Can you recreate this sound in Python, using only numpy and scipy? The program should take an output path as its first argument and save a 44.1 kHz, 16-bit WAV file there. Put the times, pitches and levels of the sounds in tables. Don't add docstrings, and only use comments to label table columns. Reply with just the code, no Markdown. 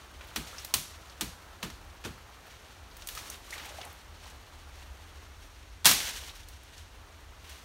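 import sys
import numpy as np
from scipy import signal
from scipy.fft import rfft, irfft, next_fast_len
from scipy.io import wavfile

SR = 44100
rng = np.random.default_rng(int(sys.argv[2]) if len(sys.argv) > 2 else 0)


def bounce(signal):
    frames = np.transpose(np.atleast_2d(signal))
    limited = np.clip(frames, -1, 1)
    pcm = np.round(limited * 32767).astype(np.int16)
    wavfile.write(sys.argv[1], SR, pcm)


N = 336924

# (time [s], splinter level [dB], thud level [dB], splintering t60 [s], thud tilt [dB/octave])
BLOWS = [(0.3602, -26, -34.5, 0.077, -2.5), (0.7394, -17.5, -37.5, 0.061, -4),
         (1.2098, -25.5, -34.5, 0.083, -3), (1.6278, -33, -33.5, 0.13, 1), (2.0486, -36, -34.5, 0.14, 0.5),
         (5.8461, -25, -58, 0.27, 0), (5.8556, -15, -32, .12, 2), (5.8629, -20, -44, 0.076, -2),
         (5.872, -27.5, -44, 0.19, 1), (5.891, -25, -49, 0.13, -2), (5.912, -24.5, -46, 0.16, 5)]


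def from_db(db):
    return 10 ** (np.asarray(db) / 20)


def rms_one(x):
    return x / np.sqrt(np.mean(x ** 2) + 1e-20)


def in_time(rows):
    times, *columns = np.transpose(rows)
    return [np.interp(np.arange(N) / SR, times, column) for column in columns]


def at_hz(points, hz):
    frequencies, values = np.transpose(points)
    return np.interp(np.log(hz), np.log(frequencies), values)


def filtered(x, db_at):
    size = next_fast_len(len(x) + 512)
    hz = np.maximum(np.arange(size // 2 + 1) * SR / size, 1)
    return irfft(rfft(x, size) * from_db(db_at(hz)), size)[:len(x)]


def coloured(x, spectrum):
    return rms_one(filtered(x, lambda hz: at_hz(spectrum, hz)))


def band_of(x, low, high):
    return signal.sosfilt(signal.butter(2, [low, high], "band", fs=SR, output="sos"), x)


def add(out, time, piece):
    at = round(time * SR)
    out[at:at + len(piece)] += piece[:N - at]


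def drift(rate):
    step = 40
    r = np.exp(-2 * np.pi * rate * step / SR)
    slow = signal.lfilter([1], [1, -2 * r, r * r], rng.standard_normal(N // step + 2002))[2000:]
    return np.interp(np.arange(N) / step, np.arange(len(slow)), rms_one(slow))


def crackle(per_s, spread_db, cycles, hiss):
    sizes = from_db(spread_db * np.minimum(rng.exponential(1, N), 5)) * rng.choice([-1, 1], N)
    clicks = sizes * (rng.random(N) < per_s / SR)
    pitch_index, out = rng.integers(0, 14, N), 0
    for k, hz in enumerate(np.geomspace(500, 15000, num=14)):
        r = from_db(-60 * hz / (cycles * SR))
        poles = [1, -2 * r * np.cos(2 * np.pi * hz / SR), r * r]
        ring = signal.lfilter([1, 0, -1], poles, clicks * (pitch_index == k) + 1e-18)
        out = out + (1 - r * r) / 2 * ring
    return rms_one(rms_one(out) + hiss * rng.standard_normal(N))


def far_leaves():
    # (frequency [Hz], relative density [dB])
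    spectrum = [(65, -5.5), (110, -3), (130, -8.5), (205, -16), (285, -11.5), (488, -15), (967, -14),
                (3150, -20.5), (6500, -24.5), (13100, -36.5), (15500, -63)]
    return from_db(-56) * coloured(rng.standard_normal(N), spectrum)


def wind():
    # (frequency [Hz], relative density [dB])
    spectrum = [(15, -70), (28, -34), (36, 4), (45, -7.5), (60, -1.5), (78, -0.5), (95, -14), (115, -30),
                (160, -54)]
    # (time [s], level [dB])
    gusts = [(0.0, -53.5), (1.06, -54.5), (1.96, -51.5), (2.36, -56), (3.02, -51.5), (3.74, -53),
             (4.91, -50.5), (5.23, -50), (6.92, -51), (7.64, -54)]
    return from_db(in_time(gusts)[0]) * coloured(rng.standard_normal(N), spectrum)


def frond_movement():
    # (time [s], leaflet level [dB], rib level [dB])
    stirring = [(0, -56.5, -56.5), (0.3, -53.5, -54.5), (0.95, -56.5, -56.5), (1.45, -59.5, -55.5),
                (2.0, -59.5, -56.5), (2.6, -56.5, -57.5), (3.0, -58, -57.5), (4.1, -59.5, -57.5),
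                (4.8, -58, -59), (5.3, -59.5, -58.5), (5.8, -62, -71), (6.6, -60, -72), (7.0, -62.5, -59),
                (7.4, -63, -62), (7.64, -66, -57)]
    # (time at full level [s], hold [s], t60 [s], leaflet level [dB], treble lift [dB], rib level [dB])
    swishes = [(0.43, 0.14, 1, -52.5, 2, -59), (1.014, 0.023, 0.54, -59.5, 1.5, -70),
               (2.454, 0.08, 0.68, -69, -2, -72), (3.114, 0.06, 0.5, -53.5, 11, -57),
               (3.194, 0.14, 0.44, -51, 2.5, -54.5), (3.314, 0.022, 0.25, -54, 0.5, -66),
               (3.502, 0.062, 0.3, -47.5, 1.5, -55.5), (3.588, 0.026, 0.79, -44.5, -3.5, -49.5),
               (3.775, 0.044, 0.6, -53, 1.5, -51.5), (3.923, 0.02, 0.9, -61.5, 0.5, -58),
               (4.236, 0.056, 0.4, -54.5, -2.5, -61), (4.8, 0.03, 0.6, -59, -2, -62),
               (5.425, 0.03, 0.57, -59, 2, -77), (5.988, 0.046, 0.88, -36.5, 2, -45),
               (6.126, 0.023, 0.6, -44.5, -0.5, -53.5), (6.24, 0.054, 0.5, -50, 0, -57),
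               (6.347, 0.02, 0.89, -57.5, 0, -66), (6.498, 0.03, 0.6, -64, 3, -68),
               (6.767, 0.018, 0.3, -52.5, -2, -61), (7.47, 0.09, 0.64, -52.5, -2, -62)]
    stirring_treble_db, rise_db_per_s = -5, 186
    leaflets_db, ribs_db = in_time(stirring)
    power = from_db([leaflets_db, leaflets_db + stirring_treble_db, ribs_db]) ** 2
    t = np.arange(N) / SR
    for time, hold, t60, db, lift_db, rib_db in swishes:
        rise_db = -rise_db_per_s * np.maximum(time - t, 0)
        decay_db = -60 * np.maximum(t - time - hold, 0) / t60
        envelope = from_db(np.maximum(rise_db + decay_db, -100))
        power = power + np.outer(from_db([db, db + lift_db, rib_db]), envelope) ** 2
    return np.sqrt(power)


def rustle():
    # (frequency [Hz], relative density [dB])
    leaflet_spectrum = [(880, -47), (1500, 3.5), (2520, 3.5), (2800, 5.5), (6750, 1), (7520, -0.5),
                        (9790, -4), (15500, -10.5)]
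    # (frequency [Hz], relative density [dB])
    rib_spectrum = [(250, -7.5), (500, -6), (800, -4.5), (1300, -4), (2200, -13.5), (4000, -26)]
    treble_hz = 6000
    leaflet_gain, treble_gain, rib_gain = frond_movement()
    grains_per_s = 4000 * from_db(5.1 * drift(rate=12))
    grains = coloured(crackle(grains_per_s, spread_db=1.5, cycles=2.7, hiss=1.74), leaflet_spectrum)
    treble = filtered(grains, lambda hz: -10 * np.log10(1 + (treble_hz / hz) ** 4))
    leaflets = leaflet_gain * grains + (treble_gain - leaflet_gain) * treble
    ribs = rib_gain * coloured(crackle(per_s=900, spread_db=3.5, cycles=7.4, hiss=2.17), rib_spectrum)
    return from_db(2.2 * drift(rate=22)) * leaflets + from_db(1.34 * drift(rate=27.6)) * ribs


def bursts(events):
    out, t = np.zeros(N), np.arange(SR // 5) / SR
    rise_s, bite, bite_t60 = 0.00067, 0.87, 0.0052
    attack = (1 - np.exp(-t / rise_s)) * (1 + bite * from_db(-60 * t / bite_t60))
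    for time, db, centre_hz, octaves in events:
        white, width = rng.standard_normal(len(t)), max(octaves, 0.1)
        band = filtered(white, lambda hz: np.maximum(-4 * (np.log2(hz / centre_hz) / width) ** 2, -60))
        t60 = 0.065 * (centre_hz / 1000) ** -0.31
        add(out, time, rms_one(band) * attack * from_db(db - 60 * t / t60))
    return out


def frond_snaps():
    # (time [s], level [dB],
    # centre [Hz], width [octaves])
    snaps = [(0.209, -41.5, 1600, 1.04), (0.2711, -49, 13500, 0.3), (0.53, -44.5, 1300, 0.25),
             (0.5457, -46, 1420, 0.3), (0.583, -33.5, 5300, 0.15), (0.623, -48, 8000, 1.0),
             (0.647, -31, 7040, 1.3), (1.097, -45, 4560, 0.5), (1.7003, -40, 2080, 1.3),
             (2.04, -40, 1490, 1.4), (2.4667, -56, 11000, 0.6), (2.9115, -50, 4200, 0.3),
             (2.9676, -41, 9000, 3), (3.021, -42, 3080, 0.9), (3.072, -30, 9580, 1.2),
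             (3.0868, -30.5, 3730, 1.6), (3.15, -36, 4080, 1.7), (3.171, -40, 1300, 0.21),
             (3.175, -35, 2410, 1.1), (3.2995, -33, 7700, 0.65), (3.3433, -43, 3470, 0.4),
             (3.5059, -37, 5260, 0.66), (3.5257, -34, 2100, 0.13), (3.5526, -39, 2050, 0.18),
             (3.5793, -38, 2120, 1.2), (3.597, -39, 1920, 0.9), (3.6564, -43, 10000, 0.6),
             (3.691, -43, 7260, 0.22), (3.705, -46.5, 570, 0.1), (3.7865, -37, 715, 0.15),
             (3.813, -37, 3280, 0.6), (3.83, -43, 2280, 0.3), (3.8503, -42.5, 9200, 0.26),
             (3.928, -50, 11340, 0.4), (4.255, -48, 5000, 0.5), (4.299, -47, 6000, 0.54),
             (5.859, -23.5, 850, 0.4), (6.003, -29, 2800, 1.0), (6.237, -41, 3720, 0.5),
             (6.2934, -39.5, 3540, 0.3), (6.352, -50.5, 6000, 1.2), (6.485, -42, 6760, 1.4),
             (6.6326, -52, 10170, 0.67), (6.779, -44, 5700, 0.5), (7.2046, -57, 7000, 0.6),
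             (7.443, -49, 2930, 0.4), (7.4955, -46.5, 9250, 0.6)]
    return bursts(snaps)


def thicket(x):
    # (frequency [Hz], t60 [s])
    decay_times = [(200, 0.41), (700, 0.32), (2000, 0.22), (5000, 0.57), (10000, 0.38), (15000, 0.15)]
    out, edges = 0, np.geomspace(150, 19000, num=12)
    white = rng.standard_normal((2, N))
    build_up = np.exp(-1 / (0.01 * SR))
    for k, (low, high) in enumerate(zip(edges, edges[1:])):
        t60 = at_hz(decay_times, np.sqrt(low * high))
        fade = from_db(-120 / (SR * t60))
        power = signal.lfilter([1 - fade], [1, -fade], band_of(x, low, high) ** 2 + 1e-18)
        power = signal.lfilter([1 - build_up], [1, -build_up], power)
        out = out + np.sqrt(power) * rms_one(band_of(white[k % 2], low, high))
    return out


def splinters():
    # (frequency [Hz], relative density [dB])
    spectrum = [(240, -1), (400, -21), (715, -9.5), (1020, -5), (1910, -3), (2060, -6.5), (2510, -1.5),
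                (2790, -4), (3850, -1.5), (6780, -4.5), (15500, -8.5)]
    bite, bite_t60, no_tilt_db = 0.34, 0.011, -22.5
    fibres = coloured(crackle(per_s=8300, spread_db=1.0, cycles=2.44, hiss=0.33), spectrum)
    out, t = np.zeros(N), np.arange(SR // 2) / SR
    attack = 1 + bite * from_db(-60 * t / bite_t60)
    for time, db, _, t60, _ in BLOWS:
        at = round(time * SR)
        tilt = 0.27 * (db - no_tilt_db)
        tear = filtered(fibres[at:at + len(t)], lambda hz: tilt * np.log2(hz / 4000))
        add(out, time, tear * attack * from_db(db - 60 * t / t60))
    return out


def thuds():
    # (centre [Hz], width [octaves], relative level [dB], rise [s], t60 [s])
    bands = [(340, 0.61, 1.5, 0.012, 0.14), (208, 0.91, -1, 0.013, 0.19), (119, 1, -0.5, 0.042, 0.24),
             (67, 0.83, -5.5, 0.019, 0.27)]
    out, t = np.zeros(N), np.arange(SR // 2) / SR
    for time, _, thud_db, _, tilt in BLOWS:
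        for hz, octaves, band_db, rise, t60 in bands:
            white, edge_ratio = rng.standard_normal(2 * len(t)), 2 ** (octaves / 2)
            band = rms_one(band_of(white, hz / edge_ratio, hz * edge_ratio)[len(t):])
            swell = 1 - np.exp(-(t / rise) ** 2)
            db = thud_db + band_db + tilt * np.log2(hz / 200)
            add(out, time, band * swell * from_db(db - 60 * t / t60))
    return out


def stalk_knocks():
    # (centre [Hz], level relative to the splinters [dB], width [octaves])
    bands = [(970, -18, 0.2), (3140, -8, 0.19)]
    return bursts([(time, db + band_db, hz, octaves)
                   for time, db, *_ in BLOWS for hz, band_db, octaves in bands])


def rib_scrape():
    # (time [s], level [dB], centre [Hz])
    drag = [(3.55, -75, 1100), (3.66, -57, 810), (3.69, -51, 850), (3.71, -51, 575), (3.79, -62, 700),
            (3.83, -55, 600), (3.86, -48.5, 756), (3.93, -73, 1050)]
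    width_hz, block = 140, 128
    db, hz = in_time(drag)
    slips = crackle(per_s=620, spread_db=1.5, cycles=1.8, hiss=0.77)
    out, state = np.zeros(N), np.zeros(2)
    r = np.exp(-np.pi * width_hz / SR)
    for i in range(round(drag[0][0] * SR), round(drag[-1][0] * SR), block):
        poles = [1, -2 * r * np.cos(2 * np.pi * hz[i] / SR), r * r]
        out[i:i + block], state = signal.lfilter([1, 0, -1], poles, slips[i:i + block], zi=state)
    return from_db(db) * out / np.sqrt(np.mean(out[out != 0] ** 2))


def scene():
    cracks, low_thuds = splinters(), thuds()
    sharp = cracks + stalk_knocks() + frond_snaps()
    ambience = far_leaves() + wind()
    scatter = from_db(-7.5) * thicket(sharp)
    mono = sharp + scatter + low_thuds + rustle() + rib_scrape() + ambience
    return np.array([mono, mono])


def record(dry):
    # (centre [Hz], width [Hz], gain [dB])
    dips = [(5000, 340, -3), (7570, 850, -2.5), (10530, 440, -4)]
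    low_cut_hz, high_cut_hz, ceiling = 36.6, 15760, 0.85
    low_cut = signal.butter(8, low_cut_hz, "high", fs=SR, output="sos")
    high_cut = signal.ellip(12, 0.3, 80, high_cut_hz, fs=SR, output="sos")

    def housing_db(hz):
        return sum(db * np.exp(-((hz - centre) / width) ** 2) for centre, width, db in dips)

    mic = np.array([filtered(channel, housing_db) for channel in dry])
    rounded = ceiling * np.tanh(signal.sosfilt(low_cut, mic) / ceiling)
    return signal.sosfilt(high_cut, rounded)


dry = scene()
out = record(dry)
bounce(out)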